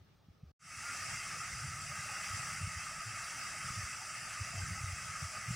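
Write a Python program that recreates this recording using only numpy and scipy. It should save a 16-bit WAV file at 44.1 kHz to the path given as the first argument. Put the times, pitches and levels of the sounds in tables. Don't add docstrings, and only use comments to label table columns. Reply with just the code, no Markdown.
import sys
import numpy as np
from scipy import signal
from scipy.fft import rfft, irfft
from scipy.io import wavfile
from scipy.ndimage import uniform_filter1d

SR = 44100
rng = np.random.default_rng(int(sys.argv[2]) if len(sys.argv) > 2 else 0)


def gain_from_decibels(decibels):
    exponent = np.asarray(decibels, float) / 20
    return 10 ** exponent


def generate_wav(sig):
    pcm = np.round(np.clip(np.atleast_2d(sig).T, -1, 1) * 32767).astype(np.int16)
    wavfile.write(sys.argv[1], SR, pcm)


N = 244755


def evened(x):
    return x / np.sqrt(np.mean(x ** 2) + 1e-20)


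def read(points, hz):
    f, value = np.transpose(points)
    return np.interp(np.log(hz + 1), np.log(f + 1), value)


def slow(hz, count):
    t = np.linspace(0, N / SR, count)
    waves = [np.sin(2 * np.pi * (f * t + rng.random())) / np.sqrt(f) for f in np.geomspace(hz / 20, hz, num=24)]
    return evened(sum(waves))


def airy(colour_db, width_db, size, patchy_db, flicker_db, sway_db):
    hop = size // 4
    frames = N // hop + 5
    hz = np.fft.rfftfreq(size, 1 / SR)
    a, b, c, d, patches = rng.standard_normal((frames, len(hz), 5)).T
    patches = uniform_filter1d(patches, size=5, axis=0)
    patches = evened(uniform_filter1d(patches, size=8, axis=1))
    field = gain_from_decibels(colour_db(hz)[:, None] + patchy_db * patches + flicker_db * slow(16, count=frames))
    mid = a + 1j * b
    side = (c + 1j * d) * gain_from_decibels(width_db(hz)[:, None] + sway_db * slow(30, count=frames))
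    spectra = field * np.array([mid + side, mid - side])
    return evened(signal.istft(spectra, nperseg=size, noverlap=size - hop)[1][:, :N])


# (f/Hz, width/Hz, level/dB)
CASE_RINGS = [(983, 78, -13.5), (1256, 160, 14), (2056, 360, 6.5), (2386, 54, -16), (2590, 330, 6),
              (2967, 91, -9), (6650, 111, -35)]


def case_db(hz):
    return sum(db / (1 + (2 * (hz - f) / width) ** 2) for f, width, db in CASE_RINGS)


# (f/Hz, side over mid level/dB)
STEREO_WIDTH = [(60, -16.5), (150, -21), (380, -3), (900, -9), (1300, -18), (2400, -14.5), (4000, -4.5),
                (6000, -13.5), (10000, -6), (11800, -8), (12300, -28), (14800, -3)]


def stereo_width_db(hz):
    return read(STEREO_WIDTH, hz)


# (f/Hz, relative level per Hz/dB)
LAWN_COLOUR = [(250, -12.5), (450, -17), (900, -20), (2000, -26), (5800, -29.5), (7000, -39.5),
               (13500, -46), (15000, -34)]


def lawn():
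    def colour_db(hz):
        return read(LAWN_COLOUR, hz) + 0.54 * case_db(hz) * (hz < 1800)

    air = airy(colour_db, lambda hz: 0 * hz - 3, size=1024, patchy_db=1.5, flicker_db=.5, sway_db=1)
    return gain_from_decibels(-69) * air


# (t/s, level/dB)
WIND_STRENGTH = [(0.0, -64.5), (0.5, -72.5), (0.62, -50.5), (0.91, -61), (1.07, -54.5), (1.68, -54),
                 (1.93, -56), (2.66, -56), (3.4, -60), (3.76, -53.5), (4.0, -62), (4.24, -59),
                 (4.36, -60.5), (4.58, -50.5), (5.09, -54), (5.27, -61.5), (5.55, -55)]


def wind_db(t):
    return np.interp(t, *np.transpose(WIND_STRENGTH))


# (f/Hz, relative level per Hz/dB)
RUMBLE_COLOUR = [(12, -58), (20, -25), (32, -51), (65, -7), (92, 2.5), (158, 3.5), (216, -23.5), (330, -20),
                 (430, -52), (730, -120)]


def rumble():
    noise = airy(lambda hz: read(RUMBLE_COLOUR, hz), stereo_width_db, size=1024,
                 patchy_db=2.0, flicker_db=2.0, sway_db=2.0)
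    return gain_from_decibels(wind_db(np.arange(N) / SR)) * noise


def eddies():
    per_s, over_wind_db = 5.3, 3
    low_hz, high_hz, typical_s = 81.4, 137, 0.014
    when, pitch, size, span = rng.random((round(per_s * N / SR), 4)).T
    s = when * N / SR
    db = wind_db(s) + over_wind_db + 6 * (size - .5)
    return list(zip(s, db, low_hz + (high_hz - low_hz) * pitch, typical_s * (.5 + span)))


# (t/s, peak level/dB, f/Hz, length at half height/s)
STRONG_EDDIES = [(0.014, -51, 96, 0.018), (0.287, -46.5, 140, 0.004), (0.305, -51, 81.4, 0.015),
                 (0.436, -40, 123, 0.0066), (0.473, -52.5, 74, 0.052), (1.531, -44, 103, 0.018),
                 (1.69, -45.5, 81, 0.025), (1.993, -43, 125, 0.013), (2.309, -40.5, 83.5, 0.0088),
                 (2.344, -36.5, 98, 0.019), (2.398, -42, 112, 0.0098), (2.616, -34.5, 127, 0.0091),
                 (2.642, -33, 95, 0.023), (2.675, -34, 101, 0.0059), (2.772, -39, 85, 0.018),
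                 (3.085, -45.5, 110, 0.05), (3.706, -35, 105, 0.0065), (3.785, -36.5, 102.6, 0.032),
                 (3.84, -38, 85, 0.016), (4.417, -32.8, 96, 0.016), (4.586, -37, 97, 0.051),
                 (4.634, -35, 93, 0.014), (4.725, -38, 94, 0.028), (4.813, -40, 96, 0.011),
                 (4.842, -31.5, 98, 0.0096), (4.885, -38, 91, 0.039), (4.932, -35, 86, 0.014),
                 (5.097, -41.5, 105, 0.013), (5.229, -33.5, 120, 0.01), (5.251, -37.5, 94.5, 0.023),
                 (5.489, -33, 124, 0.015), (5.509, -28.5, 133, 0.0074), (5.532, -38, 119, 0.029)]


def thumps():
    t, out = np.arange(N) / SR, np.zeros(N)
    rows = STRONG_EDDIES + eddies()
    for (s, db, hz, length), turn in zip(rows, rng.random((len(rows), 1))):
        near = slice(max(round((s - 2 * length) * SR), 0), round((s + 2 * length) * SR))
        swing = np.cos(2 * np.pi * (hz * (t[near] - s) + turn))
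        bell = .5 ** ((2 * (t[near] - s) / length) ** 2)
        out[near] += gain_from_decibels(db) * swing * bell
    return out


def wind():
    return rumble() + thumps()


def whistle():
    start_s, length_s, base_hz, arch_hz, level_db = .83, .105, 1300, 105, -47
    u = np.clip((np.arange(N) / SR - start_s) / length_s, 0, 1)
    hz = base_hz + arch_hz * np.sin(np.pi * u ** 0.84) ** 0.34
    tone = np.sin(2 * np.pi * np.cumsum(hz) / SR)
    return np.sqrt(2) * gain_from_decibels(level_db) * np.sin(np.pi * u) ** 0.29 * tone


def drops(per_s, low_hz, high_hz, cycles, spread_db):
    out = np.zeros(N)
    for hz in np.geomspace(low_hz, high_hz, num=24):
        u = np.arange(int(3 * cycles * SR / hz)) / SR * hz / cycles
        ring = np.sin(2 * np.pi * cycles * u * (1 + 0.014 * u)) * u * np.exp(-2.5 * u)
        hits = rng.random(N) < per_s / 24 / SR
        train = hits * gain_from_decibels(spread_db * np.minimum(rng.exponential(1, N), 4))
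        out += signal.oaconvolve(train, ring / np.linalg.norm(ring))[:N]
    return evened(out)


# (f/Hz, relative level per Hz/dB)
SPRAY_COLOUR = [(150, -16.5), (450, -28.5), (530, -23), (800, -22), (1500, -10.5), (2900, -15),
                (3450, -24.5), (4250, -25), (4700, -13.5), (6000, -11.5), (8000, -14.5), (10000, -20.5),
                (11300, -29.5), (12200, -44), (13800, -35), (15000, -31)]


def spray_db(hz):
    return read(SPRAY_COLOUR, hz) + case_db(hz)


def hiss():
    return airy(spray_db, stereo_width_db, size=1024, patchy_db=2.0, flicker_db=.5, sway_db=-2.5)


def patter():
    spectrum = rfft(drops(2500, 890.5, 10680, 5.0, spread_db=4.0))
    spectrum /= np.sqrt(uniform_filter1d(abs(spectrum) ** 2, size=2000))
    return evened(irfft(spectrum * gain_from_decibels(spray_db(np.fft.rfftfreq(N, 1 / SR))), N))


# (t/s, peak level/dB)
WATER_SURGES = [(0.84, -61.5), (0.95, -62.5), (1.11, -66), (1.42, -64.5), (1.91, -60.5), (2.1, -57),
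                (2.21, -54), (2.43, -58), (2.93, -58.5), (3.2, -60.5), (3.39, -59), (3.54, -55.5),
                (4.02, -59), (4.25, -60.5), (4.57, -57), (4.78, -59), (4.96, -64.5), (5.34, -56.5)]


def surging():
    bed_db, swell_db_per_s, ebb_db_per_s = -66.5, 190, 178
    surges = np.array(WATER_SURGES)
    late = np.arange(N) / SR - surges[:, :1]
    shape_db = np.minimum(swell_db_per_s * late, -ebb_db_per_s * late)
    peaks = gain_from_decibels(surges[:, 1:] + shape_db)
    return np.sqrt(gain_from_decibels(bed_db) ** 2 + (peaks ** 2).sum(0))


def gurgles():
    bubbles = drops(220, 580, 920, 11, spread_db=2.6)
    bubbles = bubbles + gain_from_decibels(-13.0) * np.outer([1, -1], np.roll(bubbles, SR))
    return surging() * bubbles


# (t/s, level/dB)
SPRAY_DRIFT = [(0.9, -41.5), (1.65, -44.5), (2.38, -41.5), (2.71, -44.5), (3.7, -43), (4.0, -44.5),
               (4.46, -44), (5.15, -44.5), (5.55, -43.5)]


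def fountain():
    drift = gain_from_decibels(np.interp(np.arange(N) / SR, *np.transpose(SPRAY_DRIFT)))
    return drift * (hiss() + gain_from_decibels(-11.0) * patter()) + gurgles()


def scene():
    lawn_end_s, pond_start_s, fade_in_s = .52, 0.592, 0.36
    t = np.arange(N) / SR
    first = np.clip((lawn_end_s - t) / 0.0076, 0, 1)
    second = np.clip((t - pond_start_s) / fade_in_s, 0, 1) ** 0.95
    return first * lawn() + second * fountain() + whistle() + (first + second) * wind()


# (f/Hz, level/dB)
STRIP_MARGIN = [(800, 60), (1000, 13), (3000, 9), (4300, 7.5), (5500, 6.5), (8000, 5), (9500, 3.2),
                (11000, 2.8), (12100, 5), (13000, 2.5), (14500, 4)]


def thinned(x):
    parts = [(x[0] + x[1]) / 2, (x[0] - x[1]) / 2]
    hz, t, (mid, side) = signal.stft(parts, SR, nperseg=2048, noverlap=1536)

    def strip(z, size):
        return uniform_filter1d(uniform_filter1d(abs(z) ** 2, size=size, axis=0), size=4, axis=1)

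    folded = slow(45, count=len(t)) > np.where(hz < 12000, .2, -.7)[:, None]
    band = (hz > 950) & ((hz < 3700) | (hz > 4350))
    side_kept = strip(side, size=8) > gain_from_decibels(-4) * strip(side, size=80)
    side = side * (1 - band[:, None] * folded) * side_kept
    limit = gain_from_decibels(-2 * read(STRIP_MARGIN, hz))[:, None]
    mid = mid * (strip(mid, size=5) > limit * strip(mid, size=60))
    return signal.istft([mid + side, mid - side], SR, nperseg=2048, noverlap=1536)[1][:, :N]


def low_pass(x):
    return signal.sosfilt(signal.butter(12, 15430, fs=SR, output="sos"), x)


def record(dry):
    low_cut = signal.butter(2, 36, "high", fs=SR, output="sos")
    mix = thinned(signal.sosfilt(low_cut, dry))
    return low_pass(mix)


dry = scene()
out = record(dry)
generate_wav(out)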